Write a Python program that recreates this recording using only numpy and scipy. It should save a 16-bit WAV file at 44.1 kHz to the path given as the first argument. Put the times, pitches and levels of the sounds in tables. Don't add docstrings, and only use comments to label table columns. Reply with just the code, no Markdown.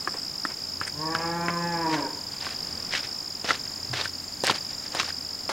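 import sys
import numpy as np
from scipy import signal
from scipy.fft import rfft, irfft
from scipy.io import wavfile
from scipy.ndimage import uniform_filter1d

SR = 44100
rng = np.random.default_rng(int(sys.argv[2]) if len(sys.argv) > 2 else 0)


def bounce(signal):
    frames = np.transpose(np.atleast_2d(signal))
    limited = np.clip(frames, -1, 1)
    pcm = np.round(limited * 32767).astype(np.int16)
    wavfile.write(sys.argv[1], SR, pcm)


def volts_from_db(level):
    exponent = np.asarray(level, float) / 20
    return 10 ** exponent


N = 243413
SEC = np.arange(N) / SR


def level(x, db):
    return x * volts_from_db(db) / np.sqrt(np.mean(x ** 2))


def noise():
    return rng.standard_normal(N)


def colour(x, points):
    hz, db = np.transpose(points)
    f = np.arange(N // 2 + 1) * SR / N + 1
    return irfft(rfft(x) * volts_from_db(np.interp(np.log(f), np.log(hz), db)), N)


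def band(x, lo_hz, hi_hz, order=2):
    return signal.sosfilt(signal.butter(order, [lo_hz, hi_hz], "band", fs=SR, output="sos"), x)


def walk(rate_hz):
    k = int(SR / rate_hz)
    steps = np.repeat(rng.standard_normal(N // k + 1), k)
    w = uniform_filter1d(uniform_filter1d(steps, k), k)[:N]
    return w / np.std(w)


def add(out, s, hz, t60, db, rise_s):
    t60 = max(t60, .002)
    t = np.arange(int(t60 * SR)) / SR
    ring = volts_from_db(db - 60 * t / t60) * (1 - np.exp(-t / rise_s)) * np.sin(2 * np.pi * hz * t)
    i = max(int(s * SR), 0)
    out[i:i + len(t)] += ring[:max(N - i, 0)]


def bursts(times, dbs, t60):
    out = np.zeros(N)
    for s, db in zip(times, dbs):
        out += (SEC > s) * volts_from_db(db - 60 * np.clip(SEC - s, 0, 1) / t60)
    return out


def echoes(x, t60, delay_s, db):
    t = np.arange(int(t60 * SR)) / SR
    tail = rng.standard_normal(len(t)) * volts_from_db(-60 * t / t60) * (t > delay_s)
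    tail /= np.sqrt(np.sum(tail ** 2))
    return x + volts_from_db(db) * signal.fftconvolve(x, tail)[:N]


# f/Hz, level/dB per Hz
AIR_COLOUR = [(20, -18), (50, -17.5), (100, -11), (200, -9), (400, -16), (900, -16), (1500, -20),
              (3000, -24.5), (5000, -23), (8000, -31), (16000, -50)]
# t/s, level/dB
ENGINE_LEVEL = [(0.0, -81), (0.72, -55), (0.8, -47), (0.89, -53), (2.49, -56.5), (2.6, -73), (2.74, -47.5),
                (2.98, -59), (3.72, -56), (3.95, -47.5), (4.84, -66), (5.04, -50), (5.43, -60), (5.52, -56)]


def village():
    air = level(colour(noise(), AIR_COLOUR), -45) * volts_from_db(1.0 * walk(2.91))
    firing_hz = 86 * (1 + 0.0296 * walk(5))
    engine_db = np.interp(SEC, *np.transpose(ENGINE_LEVEL)) + 1.3 * walk(12)
    engine = np.sqrt(2) * volts_from_db(engine_db) * np.sin(2 * np.pi * np.cumsum(firing_hz) / SR)
    hum = level(band(noise(), 250, 306, order=1), -55)
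    return air + engine + hum


def chirps(times, dbs, ribs, detune, shift=1):
    out = np.zeros(N)
    chance = rng.standard_normal((len(times), 3, len(ribs)))
    for s, db, up, c in zip(times, dbs, shift + 0 * times, chance):
        for k, (late, hz, rib_db, t60) in enumerate(ribs):
            click_s = s + late + .0004 * c[0, k]
            click_hz = hz * (up + detune * c[1, k])
            add(out, click_s, click_hz, t60, db + rib_db + 1.1 * c[2, k], rise_s=.0025)
    return out


def chorus(singers, ribs, jitter, scatter_db):
    out = 0
    for rate, db in singers:
        c = rng.standard_normal((int(N / SR * rate * 1.1), 2))
        times = (np.cumsum(1 + jitter * c[:, 0]) - 1) / rate
        one = chirps(times, scatter_db * c[:, 1], ribs, detune=.015)
        out = out + level(one, db) * volts_from_db(1.2 * walk(2.04))
    return echoes(out, t60=.3, delay_s=.003, db=-2)


# delay t/s, f/Hz, level/dB, t60/s
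RIBS = [(-.006, 5500, -10, .016), (-.0037, 5170, 1, .017), (0, 4830, 1, .013)]
# delay t/s, f/Hz, level/dB, t60/s
HIGH_RIBS = [(0, 7280, 0, .025), (.003, 6900, -1, .025), (.006, 6500, -5, .025), (.009, 6100, -9, .025)]
# chirp rate/Hz, level/dB
LOW_SINGERS = [(48, -51), (59, -50), (41, -52)]
# chirp rate/Hz, level/dB
HIGH_SINGERS = [(45.2, -63.5), (55.84, -55), (46.5, -53.5)]


def far_cicadas():
    low = chorus(LOW_SINGERS, RIBS, jitter=.05, scatter_db=0.83)
    return low + chorus(HIGH_SINGERS, HIGH_RIBS, jitter=.02, scatter_db=1.2)


def trill():
    out = np.zeros(N)
    for k in range(12):
        add(out, .0125 + k / 47.1, 8010, t60=.025, db=-36, rise_s=0.0021)
    return out


# t/s, pairs, pair to pair t/ms, within a pair t/ms
PHRASES = [(0.007, 2, 40.0, 16), (0.079, 2, 42.0, 16), (0.17, 3, 48.0, 15), (0.297, 3, 42.0, 17),
           (0.42, 7, 50.0, 18), (0.755, 2, 48.0, 15), (0.834, 3, 44.5, 18), (0.976, 3, 40.0, 15),
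           (1.105, 3, 41.0, 17), (1.218, 3, 41.0, 16), (1.523, 6, 50.0, 16), (1.815, 3, 49.0, 17),
           (1.943, 7, 41.0, 24), (2.269, 3, 49.0, 17), (2.409, 3, 49.0, 16), (2.547, 5, 41.0, 17),
           (2.751, 2, 50.0, 24), (2.849, 4, 42.0, 18), (3.006, 3, 42.0, 24), (3.146, 3, 41.0, 18),
           (3.26, 4, 46.0, 17), (3.449, 9, 41.0, 24), (3.832, 7, 41.0, 17), (4.136, 2, 48.0, 16),
           (4.24, 13, 41.0, 16), (4.782, 4, 41.0, 16), (4.954, 2, 39.0, 17), (5.045, 8, 41.0, 16),
           (5.39, 3, 45.0, 17)]
LONE_CHIRPS = [.112, .197, .252, .437, .447, .502, .544, .607, .652, .7, 1.349, 1.414, 1.464, 1.506, 1.748,
               1.88, 1.897, 2.028, 2.24, 3.131, 4.373, 4.561, 5.029]
SKIPPED_CHIRPS = [.063, .818, 1.204, 1.523, 1.943, 3.572, 4.256, 4.297, 4.363, 4.379, 4.527, 4.568]
# t/s, body pitch f/Hz, effort level/dB
SINGER_EFFORT = [(0.0, 4900, -0.5), (0.11, 4975, 0.5), (1.35, 4920, 0), (1.47, 5160, -1), (2.3, 4750, -0.5),
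                 (3.04, 5034, 1), (4.55, 4720, -0.5), (4.73, 4900, 0), (5.52, 4850, 0.5)]


def near_cicadas():
    phrases = []
    for start, pairs, period_ms, gap_ms in PHRASES:
        offsets_ms = period_ms * np.arange(int(pairs)) + gap_ms * np.arange(2)[:, None]
        phrases.append(start + offsets_ms.ravel() / 1000)
    s = np.concatenate(phrases)
    s = s[np.abs(s[:, None] - SKIPPED_CHIRPS).min(axis=1) > .004] + .002
    dbs = -16.5 + np.r_[0 * s, -1 + np.zeros(len(LONE_CHIRPS))]
    s = np.r_[s, LONE_CHIRPS]
    when, body_hz, effort_db = np.transpose(SINGER_EFFORT)
    dbs += np.interp(s, when, effort_db) + 1.0 * rng.standard_normal(len(s))
    shift = (np.interp(s, when, body_hz) / 4980) ** .5
    return echoes(chirps(s, dbs, RIBS, detune=.006, shift=shift), t60=0.07, delay_s=0.0022, db=-15)


# t/s, pitch f/Hz, level/dB, mouth resonance f/Hz
CALL = [(0.99, 152.1, -38.5, 1030), (1.094, 160.9, -32, 935), (1.382, 171, -32, 880),
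        (1.544, 172, -32, 1067), (1.695, 170.7, -31.5, 852), (1.824, 166, -30.5, 934),
        (1.929, 155.1, -29, 956), (2.0, 142.7, -29, 1040), (2.097, 125, -44.5, 1000)]
# f/Hz, level/dB
THROAT_COLOUR = [(400, -19), (560, -7.5), (700, -16), (930, -11), (1150, -12), (1350, -17), (1530, -12),
                 (1850, -15), (2050, -23.5), (2400, -22.5), (2600, -32), (3300, -44)]


def cow():
    s, *columns = np.transpose(CALL)
    hz, call_db, mouth_hz = (np.interp(SEC, s, c) for c in columns)
    onset_s = .06
    start = s[0] - onset_s
    early = np.clip(s[0] - SEC, 0, onset_s)
    hz, call_db = hz - 255 * early, call_db - 199 * early
    rough = np.interp(SEC, [start, 1.28, 1.82, s[-1]], [.32, .12, .12, .8])
    mouth_db = np.clip((hz - 167.5) * 1.1, -12, 0)
    phase = 2 * np.pi * np.cumsum(hz * (1 + 0.032 * rough * walk(70))) / SR
    tremor = walk(90)
    dying_db = -9 * np.clip((SEC - 1.97) / 0.041, 0, 1)
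    swell_db = 7.5 * np.clip((hz - 165) / 6, 0, 1)
    hum_db = 9.5 * np.clip((1.09 - SEC) / 0.099, 0, 1)
    first_db = -10 + swell_db + hum_db + dying_db
    gulp_db = 9.5 * np.exp(-((SEC - 1.9) / 0.034) ** 2)
    second_db = -7 + gulp_db + 0.35 * dying_db
    throat_hz, throat_level = np.transpose(THROAT_COLOUR)
    out = 0
    for k in range(1, 20):
        throat_db = np.interp(np.log(k * hz), np.log(throat_hz), throat_level)
        db = throat_db + (k > 7) * mouth_db + 2.6 * walk(8.23)
        boost_db = 16 * np.clip(1 - np.abs(k * hz - mouth_hz) / 183, 0, 1)
        special = {1: first_db, 2: second_db, 3: -6 + db / 3, 5: -15 + boost_db + dying_db, 6: -17 + boost_db}
        db = call_db + special.get(k, db)
        flutter = 1 + rough * np.sqrt(k) * np.roll(tremor, 9000 * k)
        out = out + np.sqrt(2) * volts_from_db(db) * flutter * np.sin(k * phase + k * k)
    out = out * np.interp(SEC, [start - .03, start, s[-1], s[-1] + 0.012], [0, 1, 1, 0])
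    high = band(out, 240, 6000)
    return out - high + echoes(high, t60=.75, delay_s=.03, db=-8)


# t of peak/s, body level/dB, low level/dB, sandy level/dB
STAIR_HEELS = [(.08, -50, -35, -61), (.454, -36, -44, -49), (.817, -28, -39, -70), (1.156, -27.5, -53, -62),
               (1.488, -36, -29.5, -70)]
PATH_HEELS = [(3.447, -32.5, -33, -56), (3.936, -28.5, -32.5, -50), (4.439, -27.5, -32.5, -58),
              (4.951, -36, -39, -54), (5.495, -30.5, -28.5, -46)]
ROLLS = [(.158, -57, -39, -56), (.514, -37, -42, -55), (1.526, -45, -55, -67), (1.99, -32, -56, -64),
         (2.945, -25.5, -38, -62), (2.97, -29, -47, -62), (3.508, -23, -26, -60), (3.553, -36.5, -38, -64),
         (4.504, -23, -25.5, -63), (4.72, -43.5, -55, -62), (4.86, -43, -55, -60), (5.055, -35, -46, -52)]
TOE_FLICKS = [(.879, -29, -41, -42.5), (2.527, -34, -47, -59), (3.052, -32, -53, -60),
              (3.667, -45, -58, -68), (4.054, -32.5, -57, -45), (4.472, -28, -34, -54),
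              (4.563, -29, -37, -49), (5.001, -21, -38, -57), (5.022, -34.5, -39, -58),
              (5.09, -31, -36, -48)]
SLIDES = [(1.946, -26.5, -40, -75), (4.006, -29, -31.5, -57), (4.984, -34, -35, -49)]
DRAGS = [(1.2, -38, -40, -64), (2.33, -47, -55, -55), (2.441, -35.5, -42, -51), (3.0, -49, -47, -62),
         (4.535, -58, -50, -63)]


def grit():
    struck = rng.standard_normal((4, N)) * (rng.random((4, N)) < 2600 / SR)
    grains = struck * volts_from_db(3 * np.minimum(rng.exponential(size=(4, N)), 3.2))
    grains = (0.96 * grains[3] + grains[:3]) * volts_from_db([2.1 * np.clip(walk(130), -2, 2) for _ in range(3)])
    edges_hz = ((1330, 5400), (316, 1980), (5900, 9700))
    layers = np.array([level(band(g, *hz, order=3), 0) for g, hz in zip(grains, edges_hz)])
    layers[0] = level(layers[0] + 0.53 * band(layers[0], 1170, 2250, order=1), 0)
    far = np.interp(SEC, [1.6, 2.4], [.8, 0])
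    layers[0] += far * (0.73 * band(layers[0], 650, 2600) - layers[0])
    movements = [(STAIR_HEELS, 0.0046, 0.016), (PATH_HEELS, 0.0023, 0.046), (ROLLS, 0.023, .018),
                 (TOE_FLICKS, 0.016, .01), (SLIDES, 0.044, 0.021), (DRAGS, 0.03, 0.066)]
    power = np.zeros((3, N))
    for rows, rise, fall in movements:
        for s, *dbs in rows:
            span = slice(int((s - .2) * SR) if s > .2 else 0, int((s + .3) * SR))
            late = SEC[span] - s
            shape_db = -8 * np.where(late < 0, (late / rise) ** 2, late / fall)
            power[:, span] += volts_from_db(shape_db + np.array(dbs)[:, None]) ** 2
    return np.sum(np.sqrt(power) * layers, axis=0)


# t/s, peak level/dB, f/Hz, crack level/dB above the peak
KNOCKS = [(0.073, -11.5, 1194, -21), (0.147, -28, 390, -6), (0.45, -12, 1316, -13.5),
          (0.812, -15, 1304, -10.5), (1.149, -10.5, 1310, -11.5), (1.482, -12, 1550, -12.5),
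          (2.404, -26, 3650, -17), (2.466, -20.5, 1113, -9), (2.936, -14, 2060, -12),
          (2.949, -14, 1780, -22), (3.443, -21, 626, -6), (3.49, -17, 1460, -17), (3.5051, -5, 1352, -14),
          (3.931, -21.5, 710, -10), (4.011, -12.5, 3640, -15), (4.055, -16, 1530, -14),
          (4.436, -13, 556, -6), (4.475, -14, 1640, -6.5), (4.496, -7, 993, -20), (4.5, -8.5, 3280, -23),
          (4.509, -15.5, 2260, -8), (4.9479, -19, 485, -3.5), (4.999, -17, 1074, -9),
          (5.03, -23.5, 1180, -8), (5.103, -24.5, 1590, -16), (5.491, -20, 610, -3)]


def knocks():
    out = np.zeros(N)
    for (onset, db, hz, _), c in zip(KNOCKS, rng.standard_normal((len(KNOCKS), 3))):
        s = onset + .0012
        t60 = min(16 / hz, .013) + .003
        add(out, s, hz, t60, db - 0.5, rise_s=0.00027)
        add(out, s + 0.000845, hz * (1.317 + 0.11 * c[0]), t60, db - 4.0, rise_s=0.00036)
        thud_db = (min(db, -11) if hz < 1350 else db - 23) - 12.5
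        add(out, s + 0.00196, 320 * (1 + 0.19 * c[1]), .022, thud_db, rise_s=0.00041)
    onset, db, _, crack_db = np.transpose(KNOCKS)
    crack_colour = [(200, 21), (1000, 8), (4000, 3.5), (9000, -10), (16000, -56)]
    return out + bursts(onset + .0012, db + crack_db, t60=0.011) * colour(noise(), crack_colour)


# t/s, level/dB
SPLITTING_STONES = [(3.494, -24), (3.553, -28), (4.437, -20), (4.4456, -14), (4.453, -22), (4.4685, -8),
                    (4.5105, -16), (4.949, -20), (5.031, -24), (5.055, -26), (5.491, -25)]


def snaps():
    return bursts(*np.transpose(SPLITTING_STONES), t60=.008) * band(noise(), 3100, 8100)


# t/s, f/Hz, t60/s, level/dB
SLAB_THUMP = [(3.898, 122, .3, -28)]


def footfalls():
    out = echoes(knocks() + snaps(), t60=.04, delay_s=.002, db=-8)
    out = band(out, 140, 15000)
    add(out, *SLAB_THUMP[0], rise_s=0.003)
    return out


def scene():
    animals = cow() + near_cicadas() + far_cicadas() + trill()
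    return np.tile(animals + footfalls() + grit() + village(), (2, 1))


# f/Hz, level/dB per Hz
HISS_COLOUR = [(12, -31), (20, -1), (127, -2.5), (542, 0), (2320, -3.5), (4060, -2), (6010, -3.5),
               (14700, -3.5), (16000, -3.5)]


def port_hiss():
    return [level(colour(noise(), HISS_COLOUR), -47.5) for _ in range(2)]


def low_pass(x):
    return signal.sosfilt(signal.butter(12, 16830, fs=SR, output="sos"), x)


def record(dry):
    top_cut = signal.ellip(10, .2, 80, 15800, fs=SR, output="sos")
    mix = signal.sosfilt(top_cut, dry + port_hiss())
    return low_pass(mix)


dry = scene()
out = record(dry)
bounce(out)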